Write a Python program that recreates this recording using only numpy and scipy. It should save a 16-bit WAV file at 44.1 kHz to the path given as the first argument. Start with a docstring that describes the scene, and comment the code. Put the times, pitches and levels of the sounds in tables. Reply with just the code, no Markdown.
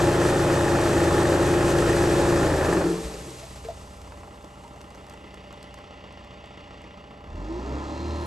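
"""An olive grove, outdoors: a tree a little left, a tractor a little right, a close pair of microphone ports.
A hydraulic shaker on the boom grips the tree: its weights hum at 28 turns a second, the clamp rattles on
slams twice a turn and the crown hisses with small leaf slaps. The weights run down, steel modes shudder and
knock, and olives patter as short noise bursts while the diesel, tones and impacts locked to its crank, idles.
Near the end the engine revs up again, with howls and a thin oil whistle; a faint drone runs throughout."""
import sys
import numpy as np
from scipy import signal
from scipy.fft import rfft, irfft
from scipy.io import wavfile

SR = 44100
rng = np.random.default_rng(int(sys.argv[2]) if len(sys.argv) > 2 else 0)


def transcribe(u):
    """Save the signal u as a 16-bit wav file named by the first command-line argument.

    u: samples, shape (n,) or (channels, n), limited to [-1, 1]; the rate is SR.
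    q: integer samples, one column per channel.
    """
    v = np.clip(np.atleast_2d(u).T, -1, 1)
    q = np.round(v * 32767).astype(np.int16)
    wavfile.write(sys.argv[1], SR, q)


N = 364266
T = np.arange(N) / SR
HZ = np.fft.rfftfreq(N, 1 / SR)

# the driver shuts the oil valve and lets go of the throttle, then opens the throttle again (s)
STOP_S, REV_S = 2.39, 7.25
# crankshaft speed while shaking, idling and revved up (turns per s)
WORK_HZ, IDLE_HZ, FULL_HZ = 36.29, 15, 38.7
# time the engine takes to run down and to run up (s)
RUN_DOWN_S, RUN_UP_S = 1.2, 0.93


def gain_of(db):
    """Decibels to amplitude."""
    return 10 ** (np.asarray(db) / 20)


def evened(x):
    """Scaled to rms 1."""
    return x / np.sqrt(np.mean(x ** 2) + 1e-20)


def since(s):
    """Seconds gone by since time s, zero before it."""
    return np.maximum(T - s, 0)


def settle(s, length_s):
    """Goes from 0 to 1 after time s, quickly at first and easing in at the end."""
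    return 1 - (1 - np.minimum(since(s) / length_s, 1)) ** 2


def bump(peak_s, half_s):
    """A smooth rise to 1 and fall around a moment."""
    return np.exp(-((T - peak_s) / half_s) ** 2)


def spectrum(rows):
    """Levels of a frequency table at every bin, joined by straight lines over log frequency."""
    rows = np.array(rows)
    return np.interp(np.log(HZ + 1), np.log(rows[:, 0]), rows[:, 1])


def drift(rate_hz):
    """Slow random wandering of rms 1."""
    smooth = np.exp(-(HZ / rate_hz) ** 2)
    return evened(irfft(rfft(rng.standard_normal(N)) * smooth, N))


def coloured(x, rows, band):
    """Causal filter with the given spectrum; white noise of rms 1 comes out with rms 1 inside the band (Hz)."""
    log_gain = np.log(gain_of(spectrum(rows)))
    mirrored = np.r_[log_gain, log_gain[-2:0:-1]]
    response = np.exp(np.conj(signal.hilbert(mirrored)))[:len(HZ)]  # minimum phase
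    inside = (HZ > band[0]) & (HZ < band[1])
    return irfft(rfft(x) * response, N) / np.sqrt(np.mean(abs(response) ** 2 * inside))


def add(mix, s, sound):
    """Mixes a sound in at time s."""
    part = mix[round(s * SR):][:len(sound)]
    part += sound[:len(part)]


def turns_of(speed, wobble):
    """Angle of a shaft, in turns, whose speed wavers a little."""
    return np.cumsum(speed * (1 + wobble * drift(12))) / SR


# Resonances and a notch of the exhaust pipe and the boom's steel box, which lift or dip any tone crossing them.
# Each row: centre in Hz, width in Hz, lift in dB.
RESONANCES = [(67.6, 3.3, 7), (73.7, 3, -4), (80.1, 9.5, 8), (111, 6.8, 7), (132.5, 7.6, 12),
              (336.2, 51, 8.5)]


def tone(turns, multiple, db, waver):
    """One order of a shaft, wavering in level and lifted while it crosses a resonance."""
    hz = multiple * np.gradient(turns) * SR
    lift_db = sum(peak_db / (1 + (2 * (hz - centre) / width) ** 2) for centre, width, peak_db in RESONANCES)
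    slow = np.interp(T, np.linspace(0, T[-1], 120), rng.standard_normal(120))
    level = np.sqrt(2) * gain_of(db + lift_db) * (1 + waver * slow)
    return level * np.sin(2 * np.pi * (multiple * turns + rng.random()))


def contacts(turns, rough, count):
    """Small impacts that come back at the same shaft angles every turn, mixed with a share of plain noise."""
    angle, size = rng.random(count), evened(rng.standard_normal(count))
    impact_turns = np.arange(int(turns[-1]) + 1)[:, None] + angle
    at = np.interp(impact_turns, turns, np.arange(N)).astype(int)
    clicks = np.bincount(at.ravel(), np.tile(size, len(at)), N) * (T < T[-1])
    repeating = clicks / np.sqrt(count * np.gradient(turns))
    share = np.clip(rough, 0, 1)
    return np.sqrt(1 - share) * repeating + np.sqrt(share) * rng.standard_normal(N)


def strokes(turns, decay, rest):
    """A burst that dies away within each cycle (decay in cycles), over a resting level."""
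    return evened(rest + np.exp(-(turns % 1) / decay))


def crank_speed():
    """Crank turns per second: eased from working speed down to idle, and later up to full speed."""
    down = (IDLE_HZ - WORK_HZ) * settle(STOP_S, RUN_DOWN_S)
    up = (FULL_HZ - IDLE_HZ) * settle(REV_S, RUN_UP_S)
    return WORK_HZ + down + up


# Steady notes beside the engine. Each row: pitch in Hz, level in dB before resonances.
DRONE = [(187.5, -57), (586, -56.5), (600, -62.5), (809, -57.5)]


def drone():
    """A few faintly wavering notes hold their pitch whatever the engine does."""
    return sum(tone(turns_of(hz, wobble=0.0015), 1, db, waver=0.2) for hz, db in DRONE)


def whistle(pitch_hz=4135, slide_hz=130, level_db=-56, start_s=7.82, rise_s=0.2):
    """Oil rushing through a valve sings one thin note that slides up into its pitch."""
    rise = settle(start_s, rise_s)
    hz = (pitch_hz - slide_hz * (1 - rise)) * (1 + 0.003 * drift(60))
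    return np.sqrt(2) * gain_of(level_db) * rise * np.sin(2 * np.pi * np.cumsum(hz) / SR)


# Howls of the run-up.
# Each row: multiple of crank speed, level in dB before resonances, loudest at in seconds, half length in seconds.
HOWLS = [(12.35, -40, 7.53, .12), (13, -41, 7.68, .055), (18.75, -49, 7.69, .07), (15.8, -42, 7.93, .05)]


def howl(crank):
    """Rough tones at multiples of crank speed flare up and die at set moments of the run-up."""
    return sum(bump(peak_s, half_s) * (1 + 0.25 * drift(45)) * tone(crank, k, db, waver=0.1)
               for k, db, peak_s, half_s in HOWLS)


# Exhaust note. Each row: multiple of crank speed, relative dB at idle, relative dB at full throttle.
EXHAUST = [(2, -14, 0.5), (3, -17, -12), (4, -1.5, -12), (5, -13, -8), (6, -8.5, -6.5), (8, -11.5, -13),
           (9, -16, -18)]
# Exhaust orders of the firing pulses, which answer the throttle first (multiples of crank speed).
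FIRING_ORDERS = (2, 4)
# Gears and belt drives, while the speed holds steady.
# Each row: multiple of crank speed, dB at idle, dB at full throttle, before resonances.
GEARS = [(15, -72, -49), (18, -62.5, -74), (27, -70, -51), (29, -63.5, -70), (32, -68, -62), (34, -63, -63),
         (45, -66, -68), (57, -65.5, -72), (69, -67, -70)]
# Loudness of each cylinder's injector, in firing order, in dB.
CYLINDERS_DB = [2.2, -.8, -.3, -1.4]
# Spectra of the engine block, idling and pulling. Each row: frequency in Hz, relative dB per Hz.
BLOCK_IDLE = [(20, -6), (60, 8.5), (120, 1), (300, 3.5), (620, 1), (1250, -1), (1600, -5), (2500, -43),
              (6000, -36.5)]
BLOCK_PULLING = [(20, 7), (60, -2), (330, 12), (450, 4.5), (620, 4.5), (740, 1), (830, 3.5), (1040, 6.5),
                 (1130, -7), (1230, 1.5), (1600, -6), (2200, -13.5), (6000, -42)]
# Spectra of the injectors, idling and pulling. 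Each row: frequency in Hz, relative dB per Hz.
INJECTORS_IDLE = [(1650, -0.5), (2010, 10), (2280, 2), (2620, 5), (2790, 11), (3100, 1), (3260, 4),
                  (3650, 2.5), (3880, -6.5), (4600, -1.5), (4900, -6), (5800, -7), (6350, -12),
                  (8000, -14.5), (12000, -35)]
INJECTORS_PULLING = [(1400, -11), (1950, -1), (2270, -3.5), (2450, 3), (2560, -2), (2740, 6.5),
                     (2900, -2.5), (3240, 3), (3500, 1.5), (5000, -1.5), (7000, -5.5), (12000, -25)]


def exhaust_note(crank, pace, fuel, load):
    """Firing pulses sound as crank orders; their levels follow speed, fuel and load."""
    base_db = -52.5 - 0.5 * pace
    # the pulses hit harder while the engine still turns slowly under open throttle, which snaps open in 0.075 s
    revved_db = (14 + 3.5 * (1 - pace)) * settle(REV_S, 0.075)
    # opening the jaws loads the engine for a while
    jaws_db = 6.5 * (settle(3.41, 0.17) - settle(4.2, 0.17))
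    # the upper orders burble as the engine sags into idle
    burble_db = 8 * bump(3.45, 0.35)
    note = 0
    for k, idle_db, full_db in EXHAUST:
        rev_db = revved_db * (1 if k in FIRING_ORDERS else load)
        extra_db = jaws_db if k < 7 else burble_db
        db = base_db + rev_db + extra_db + idle_db + (full_db - idle_db) * fuel
        note = note + tone(crank, k, db, waver=0.22)
    return note


def gear_tones(crank, load, sweep_hz_per_s=16):
    """Meshing teeth and belts sing at crank multiples and fade while the speed sweeps."""
    gears = sum(tone(crank, k, idle_db + (full_db - idle_db) * load, waver=0.18)
                for k, idle_db, full_db in GEARS)
    return gears / (1 + (np.gradient(crank_speed()) * SR / sweep_hz_per_s) ** 2)


def block_noise(crank, pace, cylinder, idle_db=-55, full_db=-43):
    """Firing thuds shake the block at idle; a steadier growl takes over as the engine pulls."""
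    thuds = cylinder * contacts(crank, rough=0.55, count=600) * strokes(2 * crank, decay=0.21, rest=0.9)
    growl = contacts(crank, rough=0.65, count=300) * strokes(2 * crank, decay=0.25, rest=1.9)
    roar_db = 2.5 * bump(7.74, 0.12)  # harder while the engine gathers speed
    band = (850, 1300)
    idling = np.sqrt(1 - pace) * gain_of(idle_db) * coloured(thuds, BLOCK_IDLE, band)
    pulling = pace ** 0.62 * gain_of(full_db + roar_db) * coloured(growl, BLOCK_PULLING, band)
    return idling + pulling


def injector_clatter(crank, pace, cylinder, level_db=-60.5, pulling_db=7, swell_db=6):
    """Injectors tick twice a turn, unevenly by cylinder; the clatter swells for a while at idle."""
    ticks = np.sqrt(cylinder) * contacts(crank, rough=0.75, count=600) * strokes(2 * crank, decay=0.14, rest=0.9)
    band = (2000, 3600)
    idling = np.sqrt(1 - pace) * coloured(ticks, INJECTORS_IDLE, band)
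    pulling = pace * gain_of(pulling_db) * coloured(ticks, INJECTORS_PULLING, band)
    swell = settle(4.75, 0.9) - settle(6.83, 0.9)
    return gain_of(level_db + swell_db * swell) * (idling + pulling)


def diesel(crank):
    """Four cylinders fire twice a turn: exhaust note, gear tones, block noise and injector clatter."""
    pace = np.clip((crank_speed() - IDLE_HZ) / (FULL_HZ - IDLE_HZ), 0, 1)  # 0 idle, 1 full speed
    fuel = np.maximum(settle(REV_S, 0.24), pace)  # builds up ahead of the speed
    load = pace ** 6  # counts only near full speed
    cylinder = gain_of(CYLINDERS_DB)[(2 * crank).astype(int) % len(CYLINDERS_DB)]
    tones = exhaust_note(crank, pace, fuel, load) + gear_tones(crank, load)
    return tones + block_noise(crank, pace, cylinder) + injector_clatter(crank, pace, cylinder)


# Spectrum of the leaves. Each row: frequency in Hz, relative dB per Hz.
LEAVES = [(300, -12), (1000, -1), (2500, 2), (5500, 1), (10500, 2), (11700, -6), (13000, -45)]


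def crown(grain_db=2.0, grains_per_s=2500, hiss=2.1):
    """Thousands of leaves slap together; the rustle thins out to a faint stirring as the tree settles."""
    sizes = gain_of(grain_db * np.minimum(rng.exponential(1, N), 4))
    slaps = rng.standard_normal(N) * sizes * (rng.random(N) < grains_per_s / SR)
    rustle = evened(evened(slaps) + hiss * rng.standard_normal(N)) * gain_of(1.0 * drift(25))
    shaken = gain_of(-40) * np.exp(-(since(STOP_S) / 0.78) ** 1.29)
    stirring = gain_of(-66.5) * np.clip((6.13 - T) / 1.34, 0, 1)  # gone at 6.13 s
    return np.hypot(shaken, stirring) * coloured(rustle, LEAVES, (5000, 8500))


def patter(count=12, from_s=4.3, peak_s=0.55, level_db=-52, spread_db=3):
    """Rows like OLIVES for farther fruit at random, most often peak_s after from_s, then ever more rarely."""
    rows = []
    for a, b, *sizes in rng.random((count, 5)):
        levels_db = level_db + spread_db * (2 * np.array(sizes) - 1)
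        rows.append((from_s - peak_s * np.log(a * b), *levels_db))
    return rows


# The nearest olives landing. Each row: start in seconds, tick in dB, tap in dB, thud in dB.
OLIVES = [(4.016, -44, -50, -60), (4.076, -54, -46, -55), (4.121, -50, -37.5, -46), (4.233, -52, -42, -42),
          (4.272, -52, -47, -45), (4.426, -49, -54, -56), (4.4448, -46, -51, -55), (4.556, -55, -45, -50),
          (4.637, -50, -48, -50), (4.6788, -48, -52, -54), (4.7601, -51, -42, -46), (4.814, -43, -50, -56),
          (4.9048, -48, -49, -56), (4.948, -45, -46, -46), (5.067, -48, -52, -56),
          (5.0972, -40.5, -45, -56), (5.1372, -45.5, -44, -44), (5.343, -47, -50, -54),
          (5.527, -47, -41, -47), (5.628, -39.5, -47, -50), (5.7413, -41.5, -45, -56),
          (5.787, -52, -42, -44)]
# Bands of an olive's tick, tap and thud. Each row: lower edge in Hz, upper edge in Hz.
OLIVE_BANDS = [(2500, 10000), (850, 1800), (450, 1000)]


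def olives(tick_s=0.0025, tap_s=0.0034, thud_s=0.014):
    """A sharp tick on net or leaf, a soft tap below it, and a thud where the fruit reaches the soil."""
    out, t = np.zeros(N), T[:SR // 10]
    for s, *levels in OLIVES + patter():
        for db, band, decay_s in zip(levels, OLIVE_BANDS, (tick_s, tap_s, thud_s)):
            burst = signal.lfilter(*signal.butter(2, band, "band", fs=SR), rng.standard_normal(len(t)))
            add(out, s, gain_of(db) * evened(burst) * np.exp(-t / decay_s))
    return out


# Modes of the boom, then of the clamp's jaws.
# Each row: frequency in Hz, relative dB, time to fall by 60 dB in seconds.
BOOM_MODES = [(57, -5, 0.25), (170.8, -3, 0.41), (309, -6, 0.14), (336, -1.5, 0.11), (377.7, -8, 0.16),
              (443, -17.5, 1.36)]
JAW_MODES = [(453, 0, 0.2), (658, -0.5, 0.1), (934, -2, 0.18)]
# The boom shudders as the weights slow, then the slack jaws knock.
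# Each row: start in seconds, level in dB, frequency driven hardest in Hz, crack in dB relative to the ring.
SHUDDERS = [(2.675, -12, 335, -33), (2.755, -12.5, 338, -34), (2.84, -11, 338, -38),
            (2.885, -15.5, 338, -34), (2.9205, -23.5, 338, -34), (2.965, -23, 225, -35),
            (3.04, -23, 57, -36), (3.165, -29.5, 70, -37), (3.265, -36, 380, -25)]
KNOCKS = [(3.429, -34.5, 655, -9), (3.559, -47, 655, 3.5), (3.648, -32, 460, -10.5), (3.685, -24, 655, -23),
          (3.698, -24, 647, -26), (4.645, -39, 920, -24)]


def knocks(blows, modes, swell_s, octave_db, crack_s=0.017, crack_hz=2200):
    """Each blow swells into the steel's modes, weaker by the octave from where it drives hardest, with a crack."""
    out, t = np.zeros(N), T[:SR]
    for s, db, driven_hz, crack_db in blows:
        ring = 0
        for hz, mode_db, t60 in modes:
            driven_db = mode_db - octave_db * abs(np.log2(hz / driven_hz))
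            fall_db = 60 * np.maximum(t - swell_s, 0) / t60
            ring = ring + np.sin(2 * np.pi * hz * t) * gain_of(driven_db - fall_db)
        dull = signal.lfilter(*signal.butter(1, crack_hz, fs=SR), rng.standard_normal(len(t)))
        crack = evened(dull) * np.exp(-t / crack_s)
        add(out, s, gain_of(db) * (ring * np.minimum(t / swell_s, 1) + gain_of(crack_db) * crack))
    return out


# Hum of the weights at working speed.
# Each row: multiple of their speed, level in dB before swing and resonances.
HUM = [(1, -56), (2, -44), (3, -39), (4, -44.5), (5, -35.5), (6, -35), (8, -41), (10, -40), (11, -37),
       (12, -44.5), (18, -41), (20, -33), (22, -37.5), (30, -43.5)]


def weights_hum(turns, force, swing_first_db=-14, swing_full_db=8, swing_build_s=2.9, drive_half_s=0.19):
    """Unbalanced weights hum in orders: the low ones swing on, the upper ones need the oil's drive."""
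    # the swing of trunk and boom builds up in the two lowest orders
    swing_db = swing_first_db + (swing_full_db - swing_first_db) * settle(0, swing_build_s)
    drive = 1 / (1 + (since(STOP_S) / drive_half_s) ** 4)
    return sum(tone(turns, k, db + swing_db * (k <= 2), waver=0.082) * (force if k <= 3 else drive)
               for k, db in HUM)


# Spectrum of the clamp. Each row: frequency in Hz, relative dB per Hz.
CLAMP = [(20, -11), (60, 0.5), (250, -5.5), (340, 6), (480, 1.5), (600, 2), (700, -5.5), (820, -0.5),
         (950, -7.5), (1400, -7), (1800, -8), (2100, -20), (2500, -18), (8000, -53)]
# Chatter in the bright part of the rattle. Each row: beats per turn, depth from 0 to 1.
CHATTER = [(1, .19), (2, .19), (3, .16)]


def clamp_rattle(turns, force, level_db=-27, slack_s=2.812, half_s=0.066, dull_hz=800):
    """The clamp slams the trunk twice a turn, once brighter; gentler slams are duller, slack jaws quieter."""
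    slams = strokes(2 * turns, decay=0.4, rest=3)
    impacts = contacts(turns, rough=0.74, count=1500) * slams * gain_of(0.6 * drift(25))
    rattle = coloured(impacts, CLAMP, (400, 900))
    soft = signal.sosfiltfilt(signal.butter(2, dull_hz, fs=SR, output="sos"), rattle)
    beat = evened(1 + sum(depth * np.sin(2 * np.pi * k * turns) for k, depth in CHATTER))
    grip = gain_of(level_db) / (1 + since(slack_s) / half_s)
    return grip * (soft + np.sqrt(force) * beat * (rattle - soft))


# Whine of the shaker's gear motor. Each row: multiple of the weights' speed, level in dB before resonances.
MOTOR = [(90, -54), (100, -58), (110, -56), (120, -61), (130, -57), (131, -59), (161, -62), (202, -61),
         (209, -62), (231, -63)]
# Whine of the oil pump. Each row: multiple of crank speed, level in dB before resonances.
PUMP = [(5, -41.5), (9.5, -33.5), (10, -42.5), (12, -40)]


def oil_whine(turns, crank, rough_db=4, rough_hz=35, valve_s=0.72):
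    """Gear motor and pump whine, the motor broken up at random, until the oil valve has closed."""
    motor = sum(tone(turns, k, db, waver=0.5) * evened(gain_of(rough_db * drift(rough_hz))) for k, db in MOTOR)
    pump = sum(tone(crank, k, db, waver=0.057) for k, db in PUMP)
    return (1 - settle(STOP_S, valve_s)) * (motor + pump)


def shaker(crank, weights_hz=27.99, coast_s=0.65, still_s=3.59, rest_s=0.41):
    """Spinning weights hum, the clamp rattles and the oil drive whines, until all comes to rest."""
    spin = 1 / (1 + (since(STOP_S) / coast_s) ** 3)  # half speed after coast_s
    turns = turns_of(weights_hz * spin, wobble=0.00083)
    force = spin ** 2  # centrifugal
    running = np.clip((still_s - T) / rest_s, 0, 1)
    return running * (force * weights_hum(turns, force) + clamp_rattle(turns, force) + oil_whine(turns, crank))


# Bands in which left and right fall further out of step, so that these frequencies sound wide rather than
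# centred. Each row: centre in Hz, half width in Hz, phase in radians.
PORT_BANDS = [(1537, 163, 1.04), (3260, 600, 0.54), (9920, 1170, 2.68)]


def ports(x, delay_s, treble_phase, direct, scatter_s=0.05):
    """The two ports hear a source out of step, partly straight and partly scattered by ground and trunks."""
    low = 1 / (1 + (HZ / 1675) ** 12)  # the path difference counts only below this corner in Hz
    high = 1 / (1 + (2520 / (HZ + 1)) ** 12)  # the treble is out of step from here
    phase = 0.0065 + 2 * np.pi * HZ * delay_s * low + treble_phase * high
    phase = phase + sum(radians * np.exp(-((HZ - hz) / width) ** 8) for hz, width, radians in PORT_BANDS)
    echoes = rng.standard_normal(N) * np.exp(-T / scatter_s)
    scattered = np.exp(1j * np.angle(rfft(echoes)))
    share, z = np.clip(direct, 0, 1), rfft(x)
    mid = z * np.cos(phase / 2)
    side = z * np.sin(phase / 2) * (-1j * np.sqrt(share) + np.sqrt(1 - share) * scattered)
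    return irfft(np.array([mid + side, mid - side]), N)


def scene():
    """The tree a little to the left, the tractor to the right."""
    crank = turns_of(crank_speed(), wobble=0.0025)
    engine_side = drone() + whistle() + howl(crank) + diesel(crank)
    boom = knocks(SHUDDERS, BOOM_MODES, swell_s=0.015, octave_db=8.0)
    jaws = knocks(KNOCKS, JAW_MODES, swell_s=0.0038, octave_db=46)
    tree_side = crown() + olives() + boom + jaws + shaker(crank)
    tractor = ports(engine_side, delay_s=0.00019, treble_phase=0.27, direct=0.94)
    tree = ports(tree_side, delay_s=0.00007, treble_phase=0.69, direct=0.38)
    return tree * gain_of([[0.35], [-0.35]]) + tractor * gain_of([[-0.3], [0.3]])  # left, right in dB


def record(dry, edge_hz=12200):
    """The recorder's band limit."""
    low_pass = signal.firwin(511, edge_hz, window=("kaiser", 9), fs=SR)
    return signal.oaconvolve(dry, low_pass[None], "same")


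dry = scene()
out = record(dry)
transcribe(out)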